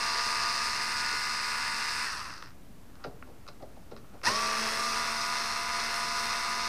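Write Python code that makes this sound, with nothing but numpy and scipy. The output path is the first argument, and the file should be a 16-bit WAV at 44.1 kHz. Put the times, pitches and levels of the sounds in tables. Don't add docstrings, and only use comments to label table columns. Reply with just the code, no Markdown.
import sys
import numpy as np
from scipy import signal
from scipy.fft import rfft, irfft, next_fast_len
from scipy.io import wavfile
from scipy.ndimage import uniform_filter1d, map_coordinates

SR = 44100
rng = np.random.default_rng(int(sys.argv[2]) if len(sys.argv) > 2 else 0)


def gain_from_db(level_db):
    decades = np.asarray(level_db, float) / 20
    return 10 ** decades


def generate_wav(signal):
    frames = np.transpose(np.atleast_2d(signal))
    scaled = np.clip(frames, -1, 1) * 32767
    pcm = np.round(scaled).astype(np.int16)
    wavfile.write(sys.argv[1], SR, pcm)


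N = 294588
T = np.arange(N) / SR
RELEASE_S, ENGAGE_S = 2.05, 4.233
KICK_S, KICK_WIDE_S, MESH_KICK_WIDE_S = 4.274, .027, .011
FREE_TURNS = 76.5


def drill():
    rate, mesh_db, pole_db, rotor_db, low_db, high_db, top_db, rumble_db = controls()
    turns = np.cumsum(rate * (1 + .0008 * wobble(12))) / SR
    noisy = rattle(turns, rate, low_db, high_db, top_db, rumble_db)
    coasting = (T > RELEASE_S) & (T < 3)
    load_db = uniform_filter1d(low_db, size=SR // 30) - 7 - 1 * coasting
    tones = whine(turns, rate, load_db, waver_db=1.4) + mesh_tones(turns, rate, mesh_db, load_db, coasting)
    motor = order(9, turns, rate, pole_db) + order(3, turns, rate, rotor_db)
    return noisy, tones + motor


def mesh_tones(turns, rate, mesh_db, load_db, coasting):
    mesh = order(16, turns, rate, mesh_db + 1.2 * wobble(15))
    octave = order(32, turns, rate, mesh_db - 5 - .9 * np.abs(rate - 57) - 12 * (T < 3))
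    third_db = load_db - 13 - 2 * np.clip(52 - rate, 0, None)
    return mesh + octave + order(48, turns, rate, third_db) * coasting


ORDERS_HEARD = [6, 12, 13, 15, 17, 18, 19, 22, 23, 26, 27, 29, 32, 35, 36, 42, 45, 48, 54, 56, 64, 66, 70]
UPPER_DB = [-21, -9, -7, -6, -20, -10, -3, -7, -10, -9, -3.5, -16, -11, -12, -14, -27, -27, -13, -16, -19,
            -11, -15, -17]
LOWER_DB = [-19, -11, -.5, -8, -12, -11, -4, -16, -14, -10, -5, -9, -19, -21, -17, -22, -17, -11.5, -12,
            -12, -17, -15, -14]
TIGHT_OWN_DB = {6: 9, 15: 1, 35: 10, 45: 5, 48: -13}


def whine(turns, rate, load_db, waver_db):
    tight = tightness()
    out = np.zeros(N)
    for k, upper_db, lower_db in zip(ORDERS_HEARD, UPPER_DB, LOWER_DB):
        tight_upper_db = 3 if k < 16 else -4.5
        at_upper = upper_db + tight_upper_db * tight
        at_lower = lower_db + TIGHT_OWN_DB.get(k, -6.5) * tight
        line_db = np.where(T > 3, at_lower, at_upper)
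        out += order(k, turns, rate, load_db + line_db + waver_db * wobble(6))
    return out


# f/Hz, level/dB
RADIATE = [(200, -26), (750, -14), (900, -8), (1000, 0), (1300, 0), (1650, -3), (1850, 4), (2050, -3),
           (2400, -4), (2610, 2), (2760, -5), (3100, -12), (4900, -3)]


def order(k, turns, rate, level_db):
    glide_db = along(RADIATE, k * rate) - along(RADIATE, k * FREE_TURNS)
    return np.sqrt(2) * gain_from_db(level_db + glide_db) * np.sin(2 * np.pi * (k * turns + rng.random()))


# f/Hz, width/Hz, level/dB at the upper screw, level/dB at the lower screw, level/dB when slow
SHELL = [(384, 120, -17, -13, -20.5), (600, 290, -14.5, -12, -18), (952, 367, -5.5, -3.5, -10),
         (1255, 247, 0, 2, 0), (1492, 331, 0.5, 0, -2), (1830, 463, 1.5, -0.5, -4), (2123, 350, 0, -2, -8),
         (2640, 315, -3, -4.5, -10.5)]
VENTS = [(3536, 510, -11.5, -9.5, -9.5), (4318, 395, -2, -2.5, 0.5), (4900, 200, 3, 0.5, 4),
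         (5320, 205, 0.5, 1.1, 3.5), (5886, 455, -6.5, -4, -2), (6770, 450, -12, -11.5, -11),
         (8130, 1230, -11.5, -12.5, -16.5), (10310, 2200, -18, -16.5, -20.5),
         (14700, 4600, -25.5, -26, -33)]


def rattle(turns, rate, low_db, high_db, top_db, rumble_db):
    door = unit(filtered(rng.standard_normal(N), modal(DOOR[3:8])))
    low_taps = teeth(turns, scatter_db=4, gate_db=2.4, spin_db=.6, worn=.35, hiss=.7)
    high_taps = teeth(turns, scatter_db=4.5, gate_db=1.4, spin_db=1.2, worn=.4, hiss=.8)
    top_taps = teeth(turns, scatter_db=3, gate_db=.7, spin_db=2.2, worn=.2, hiss=1.1)
    low = filtered(housing(low_taps, rate, SHELL), deaf_above(2880, 1.1))
    high = housing(high_taps, rate, VENTS[:6])
    top = housing(top_taps, rate, VENTS[6:])
    return gain_from_db(low_db - 3.0) * low + gain_from_db(high_db - .65) * high + gain_from_db(top_db) * top + gain_from_db(rumble_db) * door


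def teeth(turns, scatter_db, gate_db, spin_db, worn, hiss):
    count = 16 * turns
    at = np.flatnonzero(np.diff(np.floor(count)))
    late = (np.floor(count[at + 1]) - count[at]) / (count[at + 1] - count[at])
    draw, wear = rng.standard_normal((N, 2))[at], rng.standard_normal(16)
    size = np.sign(draw[:, 0]) * gain_from_db(scatter_db * np.clip(draw[:, 1], -2, 2))
    size = size + worn * unit(wear - wear.mean())[np.floor(count[at]).astype(int) % 16]
    taps = np.bincount(at, size * (1 - late), N + 1)[:N] + np.bincount(at + 1, size * late, N + 1)[:N]
    taps = taps / np.sqrt(np.abs(uniform_filter1d(taps ** 2, size=SR // 15)) + 1e-6)
    taps = taps + hiss * rng.standard_normal(N)
    throb = gate_db * np.cos(2 * np.pi * 3 * turns) + .4 * gate_db * np.cos(2 * np.pi * turns)
    spin = np.cos(2 * np.pi * 16 / 9 * turns) + .75 * np.cos(4 * np.pi * 16 / 9 * turns)
    return taps * gain_from_db(throb + spin_db * spin + .67 * wobble(20))


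def housing(taps, rate, modes):
    modes = np.array(modes)
    upper, lower, slow = (unit(filtered(taps, modal(modes[:, [0, 1, c]]))) for c in (2, 3, 4))
    fast = np.clip((rate - 58) / 15, 0, 1)
    x = fast * np.where(T > 3, lower, upper) + (1 - fast) * slow
    return x / np.sqrt(np.abs(uniform_filter1d(x ** 2, size=SR // 4)) + 1e-9)


# level/dB at the loose upper screw, level/dB at the loose lower screw,
# added while tight/dB upper, added while tight/dB lower, starting jolt/dB, power of speed
MESH = (-44.5, -40.5, 5.5, 6, 10, 0)
POLE = (-66, -49, 12.5, 1.5, -6, 0)
ROTOR = (-62, -55.5, 4.5, 9, -14, 4)
RATTLE_LOW = (-35, -35, 1.5, 2.5, 6.5, 1.14)
RATTLE_HIGH = (-37, -37.5, 3, 2.5, 11.5, 1.5)
RATTLE_TOP = (-47.5, -48, 1, 3, 7.5, 2)
RUMBLE = (-63, -59.5, 9.5, 11.5, 11, 3.5)
# t/s, half length/s, level/dB
EASES = [
    (4.32, 0.025, -4),
    (4.69, 0.085, -17),
    (4.95, .02, -2),
    (5.07, .025, -13),
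    (5.14, 0.037, -14),
    (5.44, .04, -3),
    (5.85, .05, -11),
]
# t/s, half length/s, level/dB
LURCH = [
    (2.412, .011, -2),
    (2.455, .035, 4.5),
]


def controls():
    rate = speed()
    coast_db = -9 * ((T > RELEASE_S) & (T < ENGAGE_S))
    mesh_db = level(rate, MESH, 1.1, 5.06, MESH_KICK_WIDE_S) + moments(EASES) + coast_db
    pole_db, rotor_db = level(rate, POLE, 2.0, 22), level(rate, ROTOR, 1.9, 18)
    layers = (RATTLE_LOW, RATTLE_HIGH, RATTLE_TOP, RUMBLE)
    rattles = [level(rate, layer, .54, 8) + moments(LURCH) for layer in layers]
    return rate, mesh_db, pole_db, rotor_db, *rattles


# motor start t/s, speed lost to the tight screw/turns per s, time to come loose/s
SCREWS = [
    (-.02, .9, .42),
    (4.212, 4, .7),
]


def speed():
    lower = T > ENGAGE_S
    start, drag, loosen = (np.where(lower, b, a) for a, b in zip(*SCREWS))
    age, after = T - start, np.clip(T - RELEASE_S, 0, None) * ~lower
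    held = FREE_TURNS + .1 * age - drag * np.exp(-(age / loosen) ** 2)
    driven = held * (1 - lower * np.exp(-age / .038))
    braked = 9 * (1 - np.exp(-after / .04)) + 135 * after
    return np.clip(driven - braked, 0, None)


def level(rate, layer, flutter_db, flutter_rate, kick_wide=KICK_WIDE_S):
    upper_db, lower_db, tight_upper_db, tight_lower_db, kick_db, power = layer
    tight = tightness()
    screw_db = np.where(T > ENGAGE_S, lower_db + tight_lower_db * tight, upper_db + tight_upper_db * tight)
    kick = np.exp(-((T - KICK_S) / kick_wide) ** 2)
    speed_db = 20 * power * np.log10(rate / FREE_TURNS + 1e-4)
    return screw_db + kick_db * kick + speed_db + flutter_db * wobble(flutter_rate)


def tightness():
    upper = np.exp(-(T / .93) ** 3)
    lower = np.exp(-(np.abs(T - ENGAGE_S) / .81) ** 3)
    return np.where(T > ENGAGE_S, lower, upper)


def moments(rows):
    return sum(db * np.exp(-((T - s) / wide) ** 4) for s, wide, db in rows)


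# f/Hz, width/Hz, level/dB
DOOR = [(111, 22, -1), (184, 38, -7), (232, 34, -0.5), (320, 44, -1.5), (393, 21, 1.5), (459, 32, 1.5),
        (570, 53, 1.5), (707, 70, 0), (830, 175, -4.5)]
PLATE = [(1130, 140, 6.5), (1410, 120, 9), (1630, 130, 0), (1910, 210, -0.5), (2200, 190, -0.5),
         (2700, 430, -3)]
BIT = [(3200, 500, -2), (4080, 340, 8), (4500, 320, 8), (4880, 510, 7), (6100, 800, -1.5),
       (8400, 2500, -17)]
# t/s, level/dB, note f/Hz, rub/s
KNOCKS = [(1.122, -49, 350, 0.0087), (2.686, -63, 200, 0.0051), (3.042, -42, 650, 0.0046),
          (3.052, -44, 330, 0.011), (3.066, -44.5, 200, 0.01), (3.268, -55.5, 640, 0.027),
          (3.483, -51, 800, 0.0097), (3.598, -57, 800, 0.013), (3.622, -45, 600, 0.0069),
          (3.764, -54, 805, 0.0059), (3.911, -45, 480, 0.013), (3.922, -50.5, 220, .007),
          (4.135, -54, 450, .02), (4.262, -42.5, 110, 0.014), (4.285, -42, 400, 0.027)]
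# t/s, plate level/dB, bit level/dB, rub/s
TAPS = [(2.424, -52, -49, 0.001), (2.469, -55, -63, .004), (2.954, -62, -60, .001), (3.04, -43, -47, .002),
        (3.044, -42.5, -53, 0.0049), (3.225, -43.5, -74, 0.00006), (3.466, -53.5, -60, 0.00069),
        (3.477, -49, -50, 0.0021), (3.483, -49.5, -48, 0.0071), (3.915, -58, -70, .012),
        (3.964, -49.5, -54, 0.0014), (3.973, -59, -62, .008), (4.215, -52, -59, 0.0006),
        (4.23, -52, -65, .001)]


def touches():
    out, t = np.zeros(N + SR), np.arange(SR // 3) / SR
    hz = np.fft.rfftfreq(len(t), 1 / SR)
    plate_body = modal(PLATE)(hz) * deaf_above(2700, .9)(hz) ** 2
    knocks = [(s, db, note, db - 15, db - 17, rub) for s, db, note, rub in KNOCKS]
    taps = [(s, plate - 14.5, 775, plate, bit, rub) for s, plate, bit, rub in TAPS]
    for s, door_db, door_hz, plate_db, bit_db, rub in knocks + taps:
        spot = modal(DOOR)(hz) * modal([(door_hz, .9 * door_hz, 0)])(hz)
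        rubs = rng.standard_normal((3, len(t))) * np.exp(-t / max(rub, 5e-5))
        rubs[0] *= 1 - np.exp(-t / .0046)
        rings = irfft(rfft(rubs) * [spot, plate_body, modal(BIT)(hz)], len(t))
        rings /= np.abs(rings).max(axis=1)[:, None]
        first = round(s * SR)
        out[first:first + len(t)] += gain_from_db(np.array([door_db, plate_db, bit_db]) + 10) @ rings
    return out[:N] + scrape()


# t/s, level/dB
SCRAPE = [
    [(2.82, -72), (3.04, -59)],
    [(3.05, -57), (3.146, -72), (3.242, -69), (3.914, -73), (4.2, -60)],
]


def scrape():
    slide = sum(gain_from_db(np.interp(T, *np.transpose(rows), -120, -120)) for rows in SCRAPE)
    grains = rng.standard_normal(N) * gain_from_db(np.clip(3.5 * wobble(60), -9, 4))
    return slide * unit(filtered(grains, modal([(700, 570, -7.5), (1320, 430, -1.0)])))


# f/Hz, t60/s
ROOM = [(200, 0.68), (2000, 0.11), (10000, 0.32)]


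def room(x):
    hz, t, z = signal.stft(rng.standard_normal(SR // 2), SR, nperseg=256)
    tail = signal.istft(z * gain_from_db(-60 * t / along(ROOM, hz)[:, None]), SR, nperseg=256)[1]
    return signal.fftconvolve(np.pad(x, (250, 0)), tail / np.linalg.norm(tail))[:N]


# f/Hz, level/dB
AIR = [(12, -33), (20, -4.5), (27, -10.5), (64, -10.5), (216, -16), (241, -14), (285, -17), (469, -25.5),
       (553, -25), (2910, -37.5), (3250, -38.5), (11900, -43.5), (14900, -42.5)]
# f/Hz, level/dB
MAINS = [(59.9, -68), (119.8, -73.5), (179.7, -74)]


def floor():
    hiss = unit(filtered(rng.standard_normal(N), lambda hz: gain_from_db(along(AIR, hz))))
    hum = sum(np.sqrt(2) * gain_from_db(db) * np.sin(2 * np.pi * hz * T) for hz, db in MAINS)
    return gain_from_db(-53) * hiss + hum


def unit(x):
    return x / np.sqrt(np.mean(x ** 2) + 1e-20)


def along(points, hz):
    f, v = np.transpose(points)
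    return np.interp(np.log(hz + 1), np.log(f + 1), v)


def wobble(rate):
    return map_coordinates(rng.standard_normal(int(N * rate / SR) + 4), [np.arange(N) * rate / SR])


def filtered(x, response):
    m = next_fast_len(N + SR // 2)
    return irfft(rfft(x, m) * response(np.fft.rfftfreq(m, 1 / SR)), m)[..., :N]


def modal(modes):
    def response(f):
        return sum((-1) ** k * gain_from_db(db) * 1j * f * w / (c * c - f * f + 1j * f * w)
                   for k, (c, w, db) in enumerate(modes))
    return response


def deaf_above(top_hz, damping):
    return lambda hz: 1 / (1 - (hz / top_hz) ** 2 + damping * 1j * hz / top_hz)


def scene():
    (noisy, tones), knocks = drill(), touches()
    answer = room(gain_from_db(-12) * noisy + gain_from_db(-8.5) * knocks) + gain_from_db(-27) * room(tones)
    return (noisy + tones + knocks + answer + floor())[None]


def roll_off(x):
    return signal.sosfilt(signal.butter(12, 15930, fs=SR, output="sos"), x)


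def record(dry):
    finished = filtered(dry, lambda hz: hz < 14875) - .0048
    return roll_off(finished)


dry = scene()
out = record(dry)
generate_wav(out)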